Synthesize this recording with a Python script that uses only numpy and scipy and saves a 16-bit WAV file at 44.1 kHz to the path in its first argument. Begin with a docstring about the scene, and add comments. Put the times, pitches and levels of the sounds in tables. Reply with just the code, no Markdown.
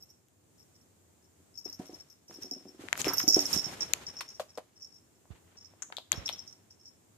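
"""Kitten with a collar bell on a ball-track toy

A kitten pounces on a plastic ball-track toy, scrambles over it and runs off across carpet.
Bell: a pellet strikes decaying shell modes. Toy: paw pushes and ball bumps ring plastic modes.
Paws scuff with shaped grain noise; a claw rakes cardboard ridges. The hand-held phone clicks,
creaks, squeaks and thuds through driven resonances and pulses. The room is small and quiet.
"""
import sys
import numpy as np
from scipy import signal
from scipy.fft import rfft, irfft
from scipy.io import wavfile
from scipy.ndimage import uniform_filter1d, map_coordinates

SR = 44100
rng = np.random.default_rng(int(sys.argv[2]) if len(sys.argv) > 2 else 0)


def wrap_up_sound(samples):
    """Save the sound to the file named by the first command line argument, as 16-bit audio."""
    columns = np.atleast_2d(samples).T
    # keep every value between -1 and 1, then stretch to whole-number steps
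    tamed = np.clip(columns, -1, 1)
    steps = np.round(tamed * 32767).astype(np.int16)
    wavfile.write(sys.argv[1], SR, steps)


N = 316362
AGE_S = np.arange(SR // 4) / SR  # clock of one short sound


def undb(db):
    """Decibels to amplitude gain."""
    return 10 ** (np.asarray(db) / 20)


def unit_rms(x):
    """Scale to rms 1."""
    return x / np.sqrt(np.mean(x ** 2))


def add(track, start_s, sound, peak_db, pan_db=0):
    """Mix in a sound at a peak level, then balance it; pan_db is left minus right."""
    sides = undb(np.array([[pan_db], [-pan_db]]) / 2)
    start = max(int(start_s * SR), 0)
    gain = undb(peak_db) / np.abs(sound).max()
    placed = (sound * gain * sides / sides.mean())[:, :N - start]
    track[:, start:start + placed.shape[1]] += placed


def band(x, hz, width_hz):
    """One resonance, gain 1 at its centre."""
    return signal.lfilter(*signal.iirpeak(min(hz, .45 * SR), hz / width_hz, SR), x)


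def double_band(x, hz, width_hz):
    """The same resonance twice, for steeper skirts."""
    return band(band(x, hz, width_hz), hz, width_hz)


def ring(x, hz, t60_s):
    """One exponentially decaying mode driven by x."""
    pole = np.exp((2j * np.pi * hz - np.log(1000) / t60_s) / SR)
    return signal.lfilter([1], [1, -pole], x).imag


def colour(x, points):
    """Filter x by (hz, level_db) points joined over log frequency; scale to rms 1."""
    hz, level_db = np.transpose(points)
    f = np.maximum(np.fft.rfftfreq(x.shape[-1], 1 / SR), 1)
    gain = undb(np.interp(np.log(f), np.log(hz), level_db))
    return unit_rms(irfft(rfft(x) * gain, x.shape[-1]))


def diffuse(x, alike_hz, unlike=0.21):
    """Make two unrelated signals more alike in the bass, as at two close microphones."""
    highpass = signal.butter(1, alike_hz, "high", fs=SR, output="sos")
    side = unlike * x[1] + (1 - unlike) * signal.sosfilt(highpass, x[1])
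    return np.array([x[0] + side, x[0] - side])


def walk(steps_per_s):
    """Smoothed random steps at rms near 1."""
    size = int(SR / steps_per_s)
    steps = np.repeat(rng.standard_normal(N // size + 1), size)
    return unit_rms(uniform_filter1d(steps, size)[:N])


# room tone and microphone hiss spectrum: hz, level_db (per Hz, relative)
QUIET_SPECTRUM = [(25, -29.5), (50, -19.5), (88, 6.5), (130, -2), (360, -4.5), (500, -10.5), (1400, -20.5),
                  (3500, -25.5), (5400, -24.5), (7200, -16.5), (10500, -26.5), (14500, -27.5)]


def quiet(level_db=-65.5, waver_db=-1.5):
    """Room rumble and microphone hiss: coloured noise whose level wavers slowly."""
    noise = diffuse(rng.standard_normal((2, N)), alike_hz=349.6)
    return colour(noise, QUIET_SPECTRUM) * undb(level_db + waver_db * walk(5.8))


def room(x, low_t60_s=0.11, high_t60_s=0.42, gap_s=0.002):
    """Short diffuse reflections of a carpeted room: convolution with decaying noise."""
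    noise = diffuse(rng.standard_normal((2, SR // 2)), alike_hz=600)
    t = np.arange(SR // 2) / SR
    low = signal.sosfilt(signal.butter(1, 3000, fs=SR, output="sos"), noise)
    high = 0.26 * (noise - low)
    tail = (low * undb(-60 * t / low_t60_s) + high * undb(-60 * t / high_t60_s)) * (t > gap_s)
    mono = x.mean(axis=0)[None]
    return signal.fftconvolve(mono, tail / np.sqrt(np.sum(tail[0] ** 2)), axes=1)[:, :N]


def stroke(start_s, rise_s, fade_20db_s):
    """Pressure of one stroke: linear build-up, exponential fade."""
    age_s = np.arange(N) / SR - start_s
    fade = undb(-20 * np.maximum(age_s - rise_s, 0) / fade_20db_s)
    return np.clip(age_s / rise_s, 0, 1) * fade


# strokes over carpet and cardboard; the low rub around 3.5-4.1 s and 6.1-6.5 s is a hand rubbing the phone:
# start_s, rise_s, fade_20db_s, rub_db, scratch_db
PAW_STROKES = [(1.653, 0.0024, 0.18, -57, -65), (1.788, 0.0061, 0.39, -57.5, -58),
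               (2.28, 0.033, 1.8, -64.5, -65), (2.409, 0.019, 0.03, -54, -58),
               (2.77, 0.048, 1.55, -53.5, -59), (2.96, 0.039, 0.06, -41, -36.5),
               (3.039, 0.015, 0.33, -41, -45.5), (3.353, 0.0076, 0.1937, -42, -42),
               (3.42, 0.049, 0.16, -48, -42.5), (3.482, 0.066, 0.0818, -39, -35),
               (3.6, 0.056, 0.5924, -44.5, -50.5), (3.86, 0.055, 0.43, -51, -61.5),
               (5.3, 0.01, 0.17, -60, -93.5), (5.44, 0.045, 2, -68.5, -82),
               (6.116, 0.012, 0.3347, -46, -82), (6.26, 0.012, 0.0244, -56, -51)]
# rubbed pile spectrum: hz, level_db (per Hz, relative)
RUB_SPECTRUM = [(30, -19.5), (70, 8.5), (400, 4), (1800, -3), (3500, -7), (6500, -20), (10000, -26.5),
                (15000, -51)]
# plucked fibre spectrum: hz, level_db (per Hz, relative)
SCRATCH_SPECTRUM = [(1000, -8), (3000, -1.5), (6800, 5), (9500, -1), (14000, -6), (16000, -22.5)]


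def scuffing(grain_db=1.5, flutter_db=2.0):
    """Paws drag through the pile, claws pluck fibres and a hand rubs the phone: dense tiny grains in uneven
    strokes."""
    pressure = np.array([stroke(*row[:3]) for row in PAW_STROKES])
    levels_db = np.transpose(PAW_STROKES)[3:]
    uneven_db = flutter_db * walk(60)
    size = SR // 1500
    out = 0
    for level_db, spectrum in zip(levels_db, (RUB_SPECTRUM, SCRATCH_SPECTRUM)):
        # every fibre lets go with its own force
        force = np.minimum(rng.exponential(size=N // size + 1), 5)
        force = np.repeat(force, size)[:N]
        grains = rng.standard_normal((2, N)) * undb(grain_db * force)
        # overlapping strokes add in power
        strength = np.sqrt(undb(level_db) ** 2 @ pressure ** 2)
        texture = colour(diffuse(grains, alike_hz=806), spectrum)
        out = out + texture * strength * undb(uneven_db)
    return out


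# finger bumps beside the right microphone: start_s, peak_db
FINGER_BUMPS = [(5.305, -39), (6.177, -34)]


def bumps(start_hz=190, end_hz=62, sag_s=0.0049, t60_s=0.094):
    """Dull thuds: decaying sines whose pitch sags as the fingertip relaxes."""
    out = np.zeros((2, N))
    hz = end_hz + (start_hz - end_hz) * np.exp(-AGE_S / sag_s)
    thud = np.sin(2 * np.pi * np.cumsum(hz) / SR) * undb(-60 * AGE_S / t60_s)
    for start_s, peak_db in FINGER_BUMPS:
        add(out, start_s, thud, peak_db, pan_db=-33.0)
    return out


# dull low knocks, alone or under clicks, creaks and squeaks: start_s, peak_db, pitch_hz
DULL_KNOCKS = [(1.402, -56.5, 260), (2.928, -24, 845), (2.955, -27.5, 1720), (3.194, -39, 1500),
               (3.205, -28.5, 1300), (4.5838, -27.5, 567), (5.255, -54, 743), (5.737, -50, 620),
               (5.902, -42, 705), (5.9833, -33, 684), (6.118, -29.5, 1300), (6.128, -35.5, 700),
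               (6.295, -29.5, 790)]


def dull_knocks(width_per_hz=0.85):
    """A dull knock rings low and briefly: an impulse through a broad double resonance."""
    out = np.zeros((2, N))
    for start_s, peak_db, hz in DULL_KNOCKS:
        knock = double_band(signal.unit_impulse(len(AGE_S)), hz, hz * width_per_hz)
        add(out, start_s, knock, peak_db)
    return out


# falling squeaks of fingers on the case:
# start_s, peak_db, length_s, start_hz, end_hz, hiss_db, pan_db (left minus right)
FINGER_SQUEAKS = [(4.2078, -21.5, 0.0077, 3237, 667, -1.5, 3.5), (4.3967, -23, .012, 872, 480, -12.5, 2.5),
                  (4.5752, -27, 0.0082, 704, 406, -12, 4)]


def squeaks(sag=0.332, rise_s=0.00053, peaky=1.33, hiss_hz=2800, hiss_width_hz=3800, linger=1.3):
    """Skin sticks and slips for a few slowing cycles; slips hiss and a faint rub trails."""
    out = np.zeros((2, N))
    for start_s, peak_db, length_s, start_hz, end_hz, hiss_db, pan_db in FINGER_SQUEAKS:
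        hz = end_hz + (start_hz - end_hz) * np.exp(-AGE_S / (sag * length_s))
        slip = np.exp(peaky * (np.sin(2 * np.pi * np.cumsum(hz) / SR) - 1))
        release = np.clip((length_s - AGE_S) / (sag * length_s), 0, 1)
        grip = np.minimum(AGE_S / rise_s, 1) * release
        hiss = unit_rms(band(rng.standard_normal((2, len(AGE_S))), hiss_hz, hiss_width_hz))
        hiss = hiss * np.exp(-AGE_S / (linger * length_s))
        squeak = (slip - slip.mean()) * grip + undb(hiss_db) * slip * hiss
        add(out, start_s, squeak, peak_db, pan_db)
    return out


def case(slips, panel_hz, panel_width_hz, port_db, edge_db):
    """Slips in the plastic ring a panel and the microphone's port, with a thin bright edge."""
    port_hz, port_width_hz = 6680, 1100
    panel = band(band(slips, panel_hz, panel_width_hz), panel_hz, width_hz=3000)
    port = band(band(slips, port_hz, port_width_hz), port_hz, width_hz=1300)
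    edge = band(band(slips, hz=11800, width_hz=2100), hz=12300, width_hz=2400)
    parts = zip((panel, port, edge), (0, port_db, edge_db))
    return sum(undb(db) * x / np.abs(x).max() for x, db in parts)


# creaks of the case under the grip: start_s, peak_db, length_s, mean_slips_per_s,
# panel_hz, panel_width_hz, port_db, edge_db (both re panel), pan_db (left minus right)
CASE_CREAKS = [(3.1995, -22.5, 0.0059, 440, 1520, 2594, -31, -29, 13),
               (5.821, -22.5, 0.013, 322, 1378, 903, 12, -14.5, 9),
               (5.924, -29, 0.0034, 570, 1180, 1996, -26.5, -27, 6.5),
               (5.9686, -24, .016, 127, 3630, 855, -11, -18, 11.5),
               (6.126, -21.5, 0.0071, 530, 3500, 930, -19, -11, 9),
               (6.279, -27, 0.0027, 710, 3530, 790, -18, -11, 6.5),
               (6.2906, -16, 0.0075, 160, 3280, 977, -19, -12, 9.5)]


def creaks(slowing=0.27, fade_db=-2, rub_db=-22, uneven_db=3, slip_s=0.00043, linger=1.8):
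    """Uneven stick-slip slows and fades; each slip is a tiny scrape, with a grainy rub trailing."""
    out = np.zeros((2, N))
    for start_s, peak_db, length_s, slips_per_s, *panel, port_db, edge_db, pan_db in CASE_CREAKS:
        progress = np.minimum(AGE_S / length_s, 1)
        cycles = slips_per_s * length_s * (progress + slowing * progress * (1 - progress))
        slip_db = fade_db * progress + uneven_db * rng.standard_normal(len(AGE_S))
        slips = np.diff(np.floor(cycles), prepend=-1) * undb(slip_db)
        scrapes = signal.lfilter([1], [1, -np.exp(-1 / (slip_s * SR))], slips)
        sliding = scrapes + undb(rub_db) * np.exp(-AGE_S / (linger * length_s))
        noise = sliding * rng.standard_normal((2, len(AGE_S)))
        add(out, start_s, case(noise, *panel, port_db, edge_db), peak_db, pan_db)
    return out


# snaps of the phone's case: start_s, peak_db, panel_hz,
# port_db, edge_db (both re panel), pan_db (left minus right)
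CASE_SNAPS = [(0.285, -51.5, 2960, 6, 7, 6), (2.311, -40.5, 1140, -12, -18, 0),
              (2.886, -27.5, 1874, -16, -27, 37), (2.929, -9, 2000, -8, -19, 46.5),
              (2.977, -25, 1380, -2, 0.5, 32), (3.0164, -16, 3212, 11, -7, 27.5),
              (3.045, -20.5, 2690, -8, -20.5, 44), (3.9353, -8, 4210, 5.5, -2, 38.5),
              (3.9368, -14, 2465, -13.5, -14, -25), (6.119, -7.5, 2423, 9.5, -4, 32)]


def snaps(panel_width_hz=750):
    """Single dry clicks at the microphones: an impulse and a noise burst ring the case."""
    out = np.zeros((2, N))
    slip = rng.standard_normal(len(AGE_S)) * np.exp(-AGE_S / 0.00028) * 0.029
    slip[0] = 1
    for start_s, peak_db, panel_hz, port_db, edge_db, pan_db in CASE_SNAPS:
        click = case(slip, panel_hz, panel_width_hz, port_db, edge_db)
        add(out, start_s, click, peak_db, pan_db)
    return out


def rake(count=26, start_hz=2100, end_hz=950, width_per_hz=.25, fade_db=-6):
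    """A claw catches cardboard ridges at an even pace; each rings briefly, tending lower and softer as the rake
    goes on."""
    start_s, length_s, loudest_db = 3.055, .085, -25.5
    out = np.zeros((2, N))
    for k, (late, softer, tone, side) in enumerate(rng.random((count, 4))):
        progress = (k + late) / count
        hz = start_hz * (end_hz / start_hz) ** progress * 2 ** (tone - .5)
        ridge = band(band(signal.unit_impulse(len(AGE_S)), hz, hz * width_per_hz), hz, hz)
        ridge_db = loudest_db + fade_db * progress - 10 * softer
        add(out, start_s + progress * length_s, ridge, ridge_db, 10 * (side - .5))
    return out


# ball bumping to and fro in its track under a paw: start_s, peak_db
BALL_BUMPS = [(2.298, -46.5), (2.359, -48.5), (2.386, -43.5), (2.444, -42), (2.515, -38.5), (2.563, -42),
              (2.610, -50), (2.655, -42.5), (2.692, -49), (2.746, -47), (2.838, -38.5)]
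# modes of the hollow plastic ring, undamped and before scatter: hz, level_db, t60_s
TOY_MODES = [(225, -6, 0.053), (281.6, -7, 0.29), (375.2, -0.5, 0.18), (462, -11, 0.17), (585, -8, 0.05),
             (739, -4.5, 0.074)]


def ball(push_hz=370, push_width_hz=260, grain_db=-26, grain_s=.02, thud_hz=240, thud_db=-2):
    """Each soft bump of the ball is a dull thud and a short gritty roll that ring the track."""
    out = np.zeros((2, N))
    for start_s, peak_db in BALL_BUMPS:
        grit = rng.standard_normal(len(AGE_S)) * np.exp(-AGE_S / grain_s)
        roll = signal.unit_impulse(len(AGE_S)) + undb(grain_db) * grit
        push = band(roll, push_hz, push_width_hz)
        # the paw damps the track: half the ring time
        track = sum(undb(db) * ring(push, hz, t60_s / 2) for hz, db, t60_s in TOY_MODES)
        thud = unit_rms(band(push, thud_hz, thud_hz / 2))
        add(out, start_s, unit_rms(track) + undb(thud_db) * thud, peak_db)
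    return out


# paws landing on the toy and the floor beside it: start_s, peak_db, push_hz
PAW_KNOCKS = [(1.658, -37.5, 392), (1.795, -31.5, 231), (1.894, -37.5, 398), (1.93, -40.5, 294),
              (2.793, -39.5, 312), (3.067, -20, 377), (3.237, -29, 274), (3.277, -26, 287),
              (3.366, -14.5, 350), (3.562, -28, 177), (3.665, -37.5, 167)]
# spectrum of the toy's loose parts: hz, level_db (per Hz, relative)
CHATTER_SPECTRUM = [(150, -22.5), (600, 8), (1500, -12), (4000, -25), (10000, -37.5)]


def toy(push_s=0.0014, shell_db=-12, grit_db=-22, grit_s=0.041):
    """A soft push thumps the hollow ring and sets its modes going; loose parts chatter briefly."""
    out = np.zeros((2, N))
    for start_s, peak_db, push_hz in PAW_KNOCKS:
        age = AGE_S / push_s
        push = np.sin(2 * np.pi * push_hz * AGE_S) * (age / 2) ** 2 * np.exp(2 - age)
        shell = 0
        for hz, mode_db, t60_s in TOY_MODES:
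            decay = undb(mode_db + 2 * rng.standard_normal() - 60 * AGE_S / t60_s)
            cycles = hz * rng.normal(1, 0.0071) * AGE_S + rng.random()
            shell = shell + decay * np.sin(2 * np.pi * cycles)
        noise = diffuse(rng.standard_normal((2, len(AGE_S))), alike_hz=1200)
        grit = colour(noise, CHATTER_SPECTRUM) * np.exp(-AGE_S / grit_s)
        response = undb(shell_db) * shell + undb(grit_db) * grit
        add(out, start_s, push + response * (1 - np.exp(-age ** 2)), peak_db, pan_db=-1.5)
    return out


# kitten moves that swing the collar bell:
# start_s, peak_db, swing_s (out to back), pan_db (left minus right)
BELL_SHAKES = [(0.024, -41.5, 0.077, -2), (0.6, -51.5, .027, 5), (0.762, -52, 0.05, -3),
               (1.242, -61, 0.014, 9), (1.553, -46, 0.01, 9), (1.5755, -32.5, 0.011, 3),
               (1.653, -30, 0.044, 7), (1.728, -35, 0.017, 6.5), (1.8664, -44, 0.018, 9),
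               (1.943, -36.5, 0.057, 7), (2.104, -46, 0.022, 6.5), (2.2842, -42, 0.017, 3),
               (2.3413, -40, .014, 0), (2.423, -29.5, 0.0093, -2), (2.5107, -25.5, 0.025, -0.5),
               (2.683, -44.5, 0.0057, 8), (3.049, -24.5, 0.0062, 7), (3.0815, -18, 0.0077, -8.5),
               (3.1355, -20.5, 0.036, -10), (3.1815, -13, 0.016, -5), (3.2119, -23, 0.017, -5),
               (3.2792, -9.5, .007, -5.5), (3.2873, -11.5, 0.011, -5), (3.3031, -12, .0205, -7.5),
               (3.3344, -16, 0.0095, -5), (3.3439, -9, 0.002, -9), (3.3915, -13.5, .014, -11),
               (3.4551, -19.5, 0.0088, -4), (3.5296, -18.5, 0.006, -15), (3.5391, -15, 0.021, -16),
               (3.575, -18.5, 0.011, -19), (3.644, -23, .012, -23), (3.8066, -18, .014, -7),
               (4.067, -29, 0.017, 1), (4.167, -34, .02, 3), (4.188, -36, 0.00745, 1),
               (4.289, -33.5, 0.013, 5), (4.349, -42, .005, 3), (4.503, -45, 0.05, -2),
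               (4.7755, -50, 0.03, 4), (4.826, -35.5, 0.02, -0.5), (4.943, -49, 0.025, 3.5),
               (5.153, -63, 0.0101, 4.5), (5.5827, -42, 0.027, 0), (5.646, -42, 0.012, -4),
               (6.158, -37, 0.014, 4), (6.2582, -25, 0.0022, -1), (6.327, -30, 0.066, 1),
               (6.4803, -37.5, 0.046, -7.5), (6.708, -46, 0.014, 1.5), (6.811, -51.5, 0.021, -3),
               (6.8553, -40.5, 0.021, -1)]


def throws(swing_loss_db=3, turn_db=3):
    """Each move throws the pellet twice: swing out, then softer on the swing back."""
    for start_s, peak_db, swing_s, pan_db in BELL_SHAKES:
        yield start_s, peak_db, pan_db
        # balance scatters as the shell turns
        back_pan_db = pan_db + turn_db * rng.standard_normal()
        yield start_s + swing_s, peak_db - swing_loss_db, back_pan_db


# modes of the slit bell shell: hz, level_db, longest_t60_s
BELL_MODES = [(5379, 8.5, 0.07), (5444, 5.5, 0.074), (5576, 3.5, 0.035), (5810, 1.5, 0.035),
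              (5960, 3.5, 0.029), (6350, 7.5, 0.005), (12900, -11.5, 0.074), (12910, -10, 0.056)]
# level of the two highest modes over time, brightest around 3.13 to 3.17 s: time_s, level_db
BELL_TOP_LEVEL = [(3.09, 2), (3.13, 17.5), (3.172, 20), (3.18, -0.5), (3.53, 1), (3.6, -11)]


def bell(hits_per_s=210, settle_s=0.028, run_up_at_0db_s=0.00064, lazy=0.76, apart=0.6,
         flutter=0.007, contact_width_at_0db_hz=3800, softening=0.19, choke_s=0.04,
         rattle_at_0db_db=-6, rattle_slope=0.15):
    """Each shake rolls and throws a pellet; it rattles on, ever softer, striking modes unevenly."""
    out = np.zeros((2, N))
    lead = SR // 50
    t = AGE_S[:len(AGE_S) // 2] - AGE_S[lead]
    # so small a shell radiates little below its lowest mode
    radiation = signal.butter(8, 5100, "high", fs=SR, output="sos")
    for start_s, peak_db, pan_db in throws():
        # gentle shakes swell in, hard ones strike at once
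        rolling_s = run_up_at_0db_s * undb(-lazy * peak_db)
        envelope = np.exp(-np.maximum(t / settle_s, -t / rolling_s))
        # a hard throw stands clear of the rattle after it
        rattle = min(undb(rattle_at_0db_db - rattle_slope * peak_db), 1)
        strikes = (rng.random(len(t)) < hits_per_s / SR) * rng.uniform(-1, 1, len(t))
        hits = rattle * strikes * envelope
        hits[lead] = 1  # the throw itself is the hardest blow
        # gentle shakes make a softer contact
        width_hz = contact_width_at_0db_hz * undb(softening * peak_db)
        top_db = np.interp(start_s, *np.transpose(BELL_TOP_LEVEL))
        shell = 0
        for hz, mode_db, t60_s in BELL_MODES:
            # the turning shell sends each mode differently to the two microphones
            push = hits * (1 + apart * rng.standard_normal((2, len(t))))
            push = double_band(push, hz, width_hz)
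            gain = undb(mode_db + top_db * (hz > SR / 4))
            # fur and collar damp the shell anew at each throw
            shell = shell + gain * ring(push, hz, t60_s * rng.uniform(.5, 1))
        # the rolling pellet loads the shell, so pitch flutters; at rest it chokes the ring
        wander = unit_rms(uniform_filter1d(rng.standard_normal(len(t)), lead // 4))
        clock = np.cumsum(1 + flutter * wander)
        shell = np.array([map_coordinates(side, [clock]) for side in shell])
        shell = shell * np.exp(-(t / choke_s) ** 2)
        # the left microphone hears it a few samples later
        shell[0] = np.roll(shell[0], rng.integers(4, 14))
        add(out, start_s + t[0], signal.sosfilt(radiation, shell), peak_db, pan_db)
    return out


def scene():
    """Kitten and toy sound in the room; the sharp clicks of the phone reach it only weakly."""
    jingle = bell()
    thumps = toy() + ball() + rake()
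    creaking = creaks()
    squeaks_and_knocks = squeaks() + dull_knocks()
    clicks = snaps()
    sent = undb(-6) * jingle + undb(-10.0) * thumps + undb(-7.0) * creaking
    sent = sent + undb(-10.5) * squeaks_and_knocks + undb(-21.5) * clicks
    direct = jingle + thumps + creaking + squeaks_and_knocks + clicks + bumps() + scuffing()
    return direct + room(sent) + quiet()


def record(dry, bass_hz=40, top_hz=15000):
    """The phone thins the deepest bass and cuts the top."""
    thinned = signal.sosfilt(signal.butter(2, bass_hz, "high", fs=SR, output="sos"), dry)
    return signal.sosfilt(signal.ellip(8, .2, 70, top_hz, fs=SR, output="sos"), thinned)


dry = scene()
out = record(dry)
wrap_up_sound(out)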